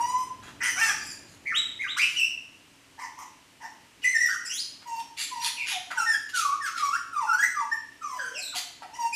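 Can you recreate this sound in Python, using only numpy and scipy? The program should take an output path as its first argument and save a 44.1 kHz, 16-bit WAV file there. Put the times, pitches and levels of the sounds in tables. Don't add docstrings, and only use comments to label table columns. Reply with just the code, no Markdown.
import sys
import numpy as np
from scipy import signal
from scipy.fft import rfft, irfft
from scipy.io import wavfile

SR = 44100
rng = np.random.default_rng(int(sys.argv[2]) if len(sys.argv) > 2 else 0)


def output_pcm(signal):
    pcm = np.clip(np.atleast_2d(signal).T, -1, 1) * 32767
    wavfile.write(sys.argv[1], SR, np.round(pcm).astype(np.int16))


N = 403515
TIME = np.arange(N) / SR
TOP_HZ = 14750
STEADIEST_HZ = 1100
ATTACK_S, RELEASE_S = .024, .024

# frequency_hz, relative_db
AIR_COLOUR = [(15, -39), (25, -17.5), (111, -3.5), (205, -8.5), (267, -3.5), (534, -12.5), (679, -10),
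              (755, -14.5), (910, -9.5), (1290, -12.5), (3010, -9), (3350, -14), (7450, -18), (8510, -19),
              (14500, -30.5)]
# start_s, length_s, opening_hz, middle_hz, closing_hz, tone_db, overtones_db, swell_db
WHISTLE_NOTES = [ (0.0, 0.24, 942, 997, 1024, -23.5, -41.5, -9),
                 (.62, 0.13, 2857, 3067, 2850, -38.5, -34.5, 0),
                 (0.971, .16, 2434, 2430, 2374, -53, -42, 6.5),
                 (2.163, 0.044, 2800, 2910, 2577, -21.5, -32.5, -1),
                 (2.215, 0.052, 2628, 2702, 2964, -20.5, -37, -4),
                 (4.026, 0.021, 2980, 2860, 2260, -30.5, -40, 18),
                 (4.044, .09, 1960, 2068, 2020, -25, -35.5, -15),
                 (4.142, 0.076, 1906, 1838, 1958, -22, -33.5, -8.5),
                 (4.205, 0.071, 1970, 1903, 1802, -20.5, -30, -6),
                 (4.443, 0.041, 2980, 2446, 2660, -57, -33.5, 3),
                 (4.496, 0.077, 2660, 3166, 3475, -36, -32, -6),
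                 (4.571, 0.038, 3490, 4260, 4980, -28, -41, 10),
                 (4.862, .16, 963, 911.5, 919, -33, -46.5, 1.5),
                 (5.316, 0.076, 1025, 965, 915, -30.5, -46.5, -1.5),
                 (5.392, 0.079, 917.5, 982, 927, -31, -37, 4.5),
                 (5.702, 0.082, 1020, 766, 703, -39, -66, 10),
                 (5.905, .03, 1589, 1307, 1100, -37, -58, -16),
                 (5.942, 0.064, 1025, 910, 844, -34.5, -45, 10),
                 (5.974, .088, 1550, 1339, 1393, -27.5, -35.5, -14.5),
                 (6.063, 0.091, 1856, 1764, 1620, -22, -33, -1.5),
                 (6.337, 0.093, 1524, 1352, 1204, -25.5, -34.5, 0),
                 (6.448, 0.1, 1177, 1103, 1235, -22.5, -45.5, -5),
                 (6.609, 0.083, 1844, 1614, 1245, -29.5, -40, 4.5),
                 (6.743, 0.067, 1462, 1323, 1216, -30, -46, 5),
                 (6.824, 0.079, 1193, 1110, 1103, -24.5, -37.5, -7.5),
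                 (6.904, 0.043, 1137, 1283, 1433, -25, -40.5, 17.5),
                 (6.949, 0.019, 1427, 1650, 1870, -27, -36, -8),
                 (7.123, 0.074, 1433, 1205, 1170, -28, -46, 10.5),
                 (7.2, .076, 1100, 889.6, 887, -26.5, -44, -5.5),
                 (7.275, 0.043, 1446, 1383, 1322, -20.5, -39, 5),
                 (7.33, 0.03, 1444, 1462, 1490, -21.5, -32, -14),
                 (7.376, 0.0436, 1490, 1650, 1706, -23.5, -36.5, 4),
                 (7.425, 0.035, 1819, 2032, 2070, -20.5, -28, -13.5),
                 (7.428, 0.017, 1673, 1660, 1670, -20, -39, -10),
                 (7.551, 0.066, 1305, 1176, 1160, -27, -44.5, 5),
                 (7.609, 0.067, 994, 881, 924, -32.5, -54, -20),
                 (7.717, 0.021, 1716, 1830, 1857, -22.5, -34, -11),
                 (8.017, 0.17, 1323, 1068, 981, -33.5, -46.5, -3.5),
                 (8.131, 0.27, 912, 475.6, 762, -48, -55, 2),
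                 (8.342, 0.055, 3210, 2630, 2487, -34.5, -36.5, 9),
                 (8.414, 0.093, 4330, 3967, 3920, -35, -41.5, -4),
                 (8.815, 0.051, 1002, 805, 650, -42.5, -75, 0), (8.931, 0.043, 904, 953, 966, -42, -42, -2),
                 (8.99, .088, 965, 925, 915, -25.5, -39.5, -4),
                 (9.129, 0.023, 2394, 2450, 2430, -27.5, -29, -7.5), ]
# frequency_hz, gain_db
THROAT_COLOUR = [(1000, -37), (1900, -5.5), (2400, 1), (2950, -6.5), (3900, -19), (4700, -9), (5800, 4),
                 (6700, -9.5), (7700, -9), (8500, -13), (9500, -12.5), (11500, -28), (13300, -18),
                 (15000, -37)]
# start_s, length_s, level_db, lower_edge_hz
RASP_BURSTS = [ (0.399, 0.12, -48.5, 1600), (1.254, 0.11, -55.5, 4940), (1.958, 0.26, -46, 2950),
               (4.01, 0.059, -46.5, 2160), (4.275, 0.034, -48, 4060), (4.812, 0.02, -50, 1100),
               (4.991, 0.017, -44, 2700), (5.156, 0.1, -32, 2660), (5.401, 0.098, -28.5, 2950),
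               (5.648, 0.097, -30.5, 2260), (5.903, 0.018, -31.5, 1190), (6.284, 0.023, -44, 2300),
               (6.328, 0.088, -31, 3300), (6.645, 0.051, -39.5, 1880), (6.756, 0.062, -36.5, 2280),
               (8.541, 0.055, -29.5, 2850), (8.817, 0.023, -40.5, 830), ]
# frequency_hz, gain_db
OPEN_BEAK_COLOUR = [(700, 21), (2800, -0.5), (4300, -2.5), (5500, -9), (7000, -6), (8400, -14),
                    (10100, -10.5), (11800, -20), (14500, -26)]
# start_s, length_s, opening_hz, middle_hz,
# closing_hz, tone_db, low_overtones_db, high_overtones_db, swell_db, waver_share
SQUAWK_NOTES = [ (0.609, .085, 931, 951, 909, -47, -28, -32.5, -4, 0.073),
                (.758, .054, 684, 774, 870, -44.5, -31.5, -28, 7, 0.0302),
                (0.809, 0.11, 898.4, 868, 771, -42, -26.5, -26.5, -4.5, 0.012),
                (1.968, 0.028, 1143, 1689, 2320, -29, -35, -28.5, 0.5, 0.051),
                (1.994, 0.071, 2274, 2614, 2810, -23, -37, -40.5, -7, 0.062),
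                (2.983, 0.076, 951, 1033, 930, -40, -45, -46.5, 4, 0.07),
                (3.177, 0.061, 972, 1042, 951, -41, -54.5, -47, -5, 0.086),
                (3.608, .058, 942, 902, 876, -42.5, -46.5, -49.5, 10, 0.067),
                (4.286, .068, 1484, 1638, 1440, -30, -50, -37.5, -3, 0.047),
                (5.572, 0.079, 2610, 2424, 2250, -32.5, -55, -54, -2, 0.077),
                (5.675, 0.082, 2950, 3564, 3200, -36, -57, -58, 2, 0.066),
                (8.184, 0.11, 1707, 1550, 1557, -33.5, -53, -46, -1.5, 0.0336),
                (8.522, 0.045, 1546, 1028, 672, -40.5, -52, -63, 10, .044), ]
# start_s, flick_delay_s, arch_db, flick_db, flick_overtones_db
CHIRP_NOTES = [(1.461, 0.081, -27, -20, -36.5), (1.795, .078, -29, -29.5, -52)]
# frequency_hz, ring_s
ROOM_RING_TIMES = [(700, 0.47), (1800, 0.58), (4900, 0.58), (9000, 0.42), (14000, 0.38)]


def undb(db):
    return 10 ** (np.asarray(db) / 20)


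def unit(x):
    return x / np.sqrt(np.mean(x ** 2) + 1e-20)


def along(points, hz):
    f, value = np.transpose(points)
    return np.interp(np.log(hz + 1), np.log(f), value)


def noise(size, shape):
    spectrum = rfft(rng.standard_normal(size))
    return unit(irfft(spectrum * shape(np.fft.rfftfreq(size, 1 / SR)), size))


def flutter(size, rate_hz):
    return noise(size, lambda f: 1 / (1 + (f / rate_hz) ** 4))


def add(track, start_s, sound):
    i = int(start_s * SR)
    part = sound[max(-i, 0):max(N - i, 0)]
    track[max(i, 0):max(i, 0) + len(part)] += part


def background(air_db=-57, rumble_boost_db=10, hold_s=1.0, fade_s=1.54, drone_hz=278, drone_db=-70):
    air = undb(air_db + .08 * flutter(N, 1.4)) * noise(N, lambda f: undb(along(AIR_COLOUR, f)))
    bass = signal.sosfilt(signal.butter(1, 600, fs=SR, output="sos"), air)
    fade = np.clip(1 - (TIME - hold_s) / fade_s, 0, 1)
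    rumble = (undb(rumble_boost_db * fade) - 1) * bass
    drone = noise(N, lambda f: 1 / (1 + ((f - drone_hz) / 22) ** 2))
    return air + rumble + undb(drone_db) * drone


def note_shape(length_s, pitches_hz, swell_db, waver, build_s=.027):
    t = np.arange(-ATTACK_S / 2, length_s + RELEASE_S / 2, 1 / SR)
    attack_s = ATTACK_S * undb(.81 * min(swell_db, 0))
    ramp = np.clip(np.minimum(t / attack_s + .5, (t[-1] - t) / RELEASE_S), 0, 1)
    fade = np.sin(np.pi / 2 * ramp) ** 2
    progress = np.clip(t / length_s, 0, 1)
    slope_db = swell_db * (progress - .5)
    arch = .5 - (2 * progress - 1) ** 2
    build = np.minimum((t - t[0]) / build_s, 1) ** 2
    bend = np.polyfit([0, .5, 1], np.log(pitches_hz), 2)
    hz = np.exp(np.polyval(bend, progress)) * (1 + waver * flutter(len(t), 170))
    return fade, undb(slope_db + .5 * arch), build * undb(slope_db - 2 * arch), hz


def overtones(phase, hz, first, flicker_db=6, even_db=-1, dull_above_hz=7000):
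    k = np.arange(first, 18)[:, None]
    flicker = np.array([flutter(len(hz), 45) for _ in k])
    dull_db = -4 * np.log2(hz / STEADIEST_HZ) * np.log2(np.maximum(k * hz / dull_above_hz, 1))
    source_db = even_db * (k % 2 == 0) + dull_db
    gain = undb(along(THROAT_COLOUR, k * hz) + source_db + flicker_db * flicker) * (k * hz < TOP_HZ)
    return np.sum(gain * np.sin(k * phase), axis=0) / np.sqrt(np.sum(gain ** 2, axis=0) / 2 + 1e-12)


def whistle_waver(hz, level_db):
    strain_db = 7 * abs(np.log2(hz / STEADIEST_HZ)) - .5 * (level_db + 25)
    return min(.0088 * undb(strain_db), .036)


def whistle(length_s, pitches_hz, tone_db, overtones_db, swell_db, waver,
            tone_trim_db=-3, overtones_trim_db=-1.5):
    fade, tone_gain, overtone_gain, hz = note_shape(length_s, pitches_hz, swell_db, waver)
    n = len(hz)
    rough_hz = hz * (1 + .0048 * flutter(n, 900))
    phase = 2 * np.pi * np.cumsum(rough_hz) / SR
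    tone = tone_gain * undb(tone_db + tone_trim_db) * np.sqrt(2) * np.sin(phase)
    hiss = noise(n, lambda f: undb(along(THROAT_COLOUR, f)) * (f > 1000))
    reedy_edge = overtone_gain * (overtones(phase, hz, first=2) + undb(-11) * hiss)
    return fade * (tone + undb(overtones_db + overtones_trim_db) * reedy_edge)


def rasp(length_s, level_db, lower_edge_hz, sputter_db=4, peaks_db=3, opening_share=.32, split_hz=4600):
    n = int(length_s * SR)
    f = np.fft.rfftfreq(n, 1 / SR)
    sputter = rng.standard_normal(n) * undb(sputter_db * flutter(n, 300))
    peaks = np.column_stack([np.geomspace(1000, TOP_HZ, 40), peaks_db * rng.standard_normal(40)])
    beak = undb(along(OPEN_BEAK_COLOUR, f) + along(peaks, f))
    bass_cut = 1 / np.sqrt(1 + (lower_edge_hz / (f + 1)) ** 8)
    air = unit(irfft(rfft(sputter) * beak * bass_cut, n))
    low = signal.sosfiltfilt(signal.butter(3, split_hz, fs=SR, output="sos"), air)
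    opening = np.minimum(np.arange(n) / (opening_share * n), 1)
    return undb(level_db) * (opening * low + opening ** 2 * (air - low)) * signal.windows.tukey(n, .4)


def squawk(length_s, pitches_hz, tone_db, low_db, high_db, swell_db, waver, high_trim_db=-2):
    fade, tone_gain, overtone_gain, hz = note_shape(length_s, pitches_hz, swell_db, waver)
    n = len(hz)
    phase = 2 * np.pi * np.cumsum(hz) / SR
    tone = tone_gain * undb(tone_db) * np.sqrt(2) * np.sin(phase)
    forced = 1 / (1 + undb(-42 - low_db))
    strong_weak = unit(1 + .73 * forced * np.sin(phase / 2 + .5 * flutter(n, 68)))
    low = tone_gain * undb(low_db) * unit(np.sin(2 * phase) + .035 * forced * np.sin(3 * phase))
    high = overtone_gain * undb(high_db + high_trim_db) * overtones(phase, hz, first=3)
    shake = unit(1 + .36 * flutter(n, 210))
    return fade * (tone + strong_weak * (low + high)) * shake


def chirp(arch_db, flick_db, flick_overtones_db):
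    arch = whistle(.074, (2020, 2070, 1160), arch_db, overtones_db=-52.5, swell_db=-2.5, waver=.059)
    flick = whistle(.05, (2450, 3600, 3790), flick_db, flick_overtones_db, swell_db=8, waver=.013)
    return arch, flick


def bird():
    song = np.zeros(N)
    lead_s = ATTACK_S / 2
    for start_s, length_s, *pitches_hz, tone_db, overtones_db, swell_db in WHISTLE_NOTES:
        waver = whistle_waver(pitches_hz[1], tone_db)
        add(song, start_s - lead_s, whistle(length_s, pitches_hz, tone_db, overtones_db, swell_db, waver))
    for start_s, flick_delay_s, *levels_db in CHIRP_NOTES:
        arch, flick = chirp(*levels_db)
        add(song, start_s - lead_s, arch)
        add(song, start_s + flick_delay_s - lead_s, flick)
    for start_s, length_s, opening_hz, middle_hz, closing_hz, *voice in SQUAWK_NOTES:
        add(song, start_s - lead_s, squawk(length_s, (opening_hz, middle_hz, closing_hz), *voice))
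    for start_s, length_s, level_db, lower_edge_hz in RASP_BURSTS:
        add(song, start_s, rasp(length_s, level_db, lower_edge_hz))
    return song


def room(song, direct_db=-3, slaps_db=-6, tail_db=-2, build_s=.0048, slap_count=10):
    t = TIME[:SR]
    spectrum, f = rfft(rng.standard_normal(SR)), np.fft.rfftfreq(SR, 1 / SR)
    centres_hz, rings_s = np.transpose(ROOM_RING_TIMES)
    tail = 0
    for share, ring_s in zip(np.eye(len(rings_s)), rings_s):
        band = irfft(spectrum * np.interp(f, centres_hz, share), SR)
        tail = tail + band * np.exp(-np.log(1000) * t / ring_s) / np.sqrt(ring_s)
    tail = unit(tail * (1 - np.exp(-t / build_s))) / np.sqrt(SR)
    echoes = undb(tail_db) * tail
    slaps = (SR * rng.uniform(.002, .022, slap_count)).astype(int)
    echoes[slaps] += undb(slaps_db) * rng.choice([-1, 1], slap_count) / np.sqrt(slap_count)
    echoes[0] += undb(direct_db)
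    return signal.fftconvolve(song, echoes)[:N]


def scene():
    return np.tile(room(bird()) + background(), (2, 1))


def record(dry):
    return signal.sosfilt(signal.ellip(10, .2, 80, TOP_HZ, fs=SR, output="sos"), dry)


dry = scene()
out = record(dry)
output_pcm(out)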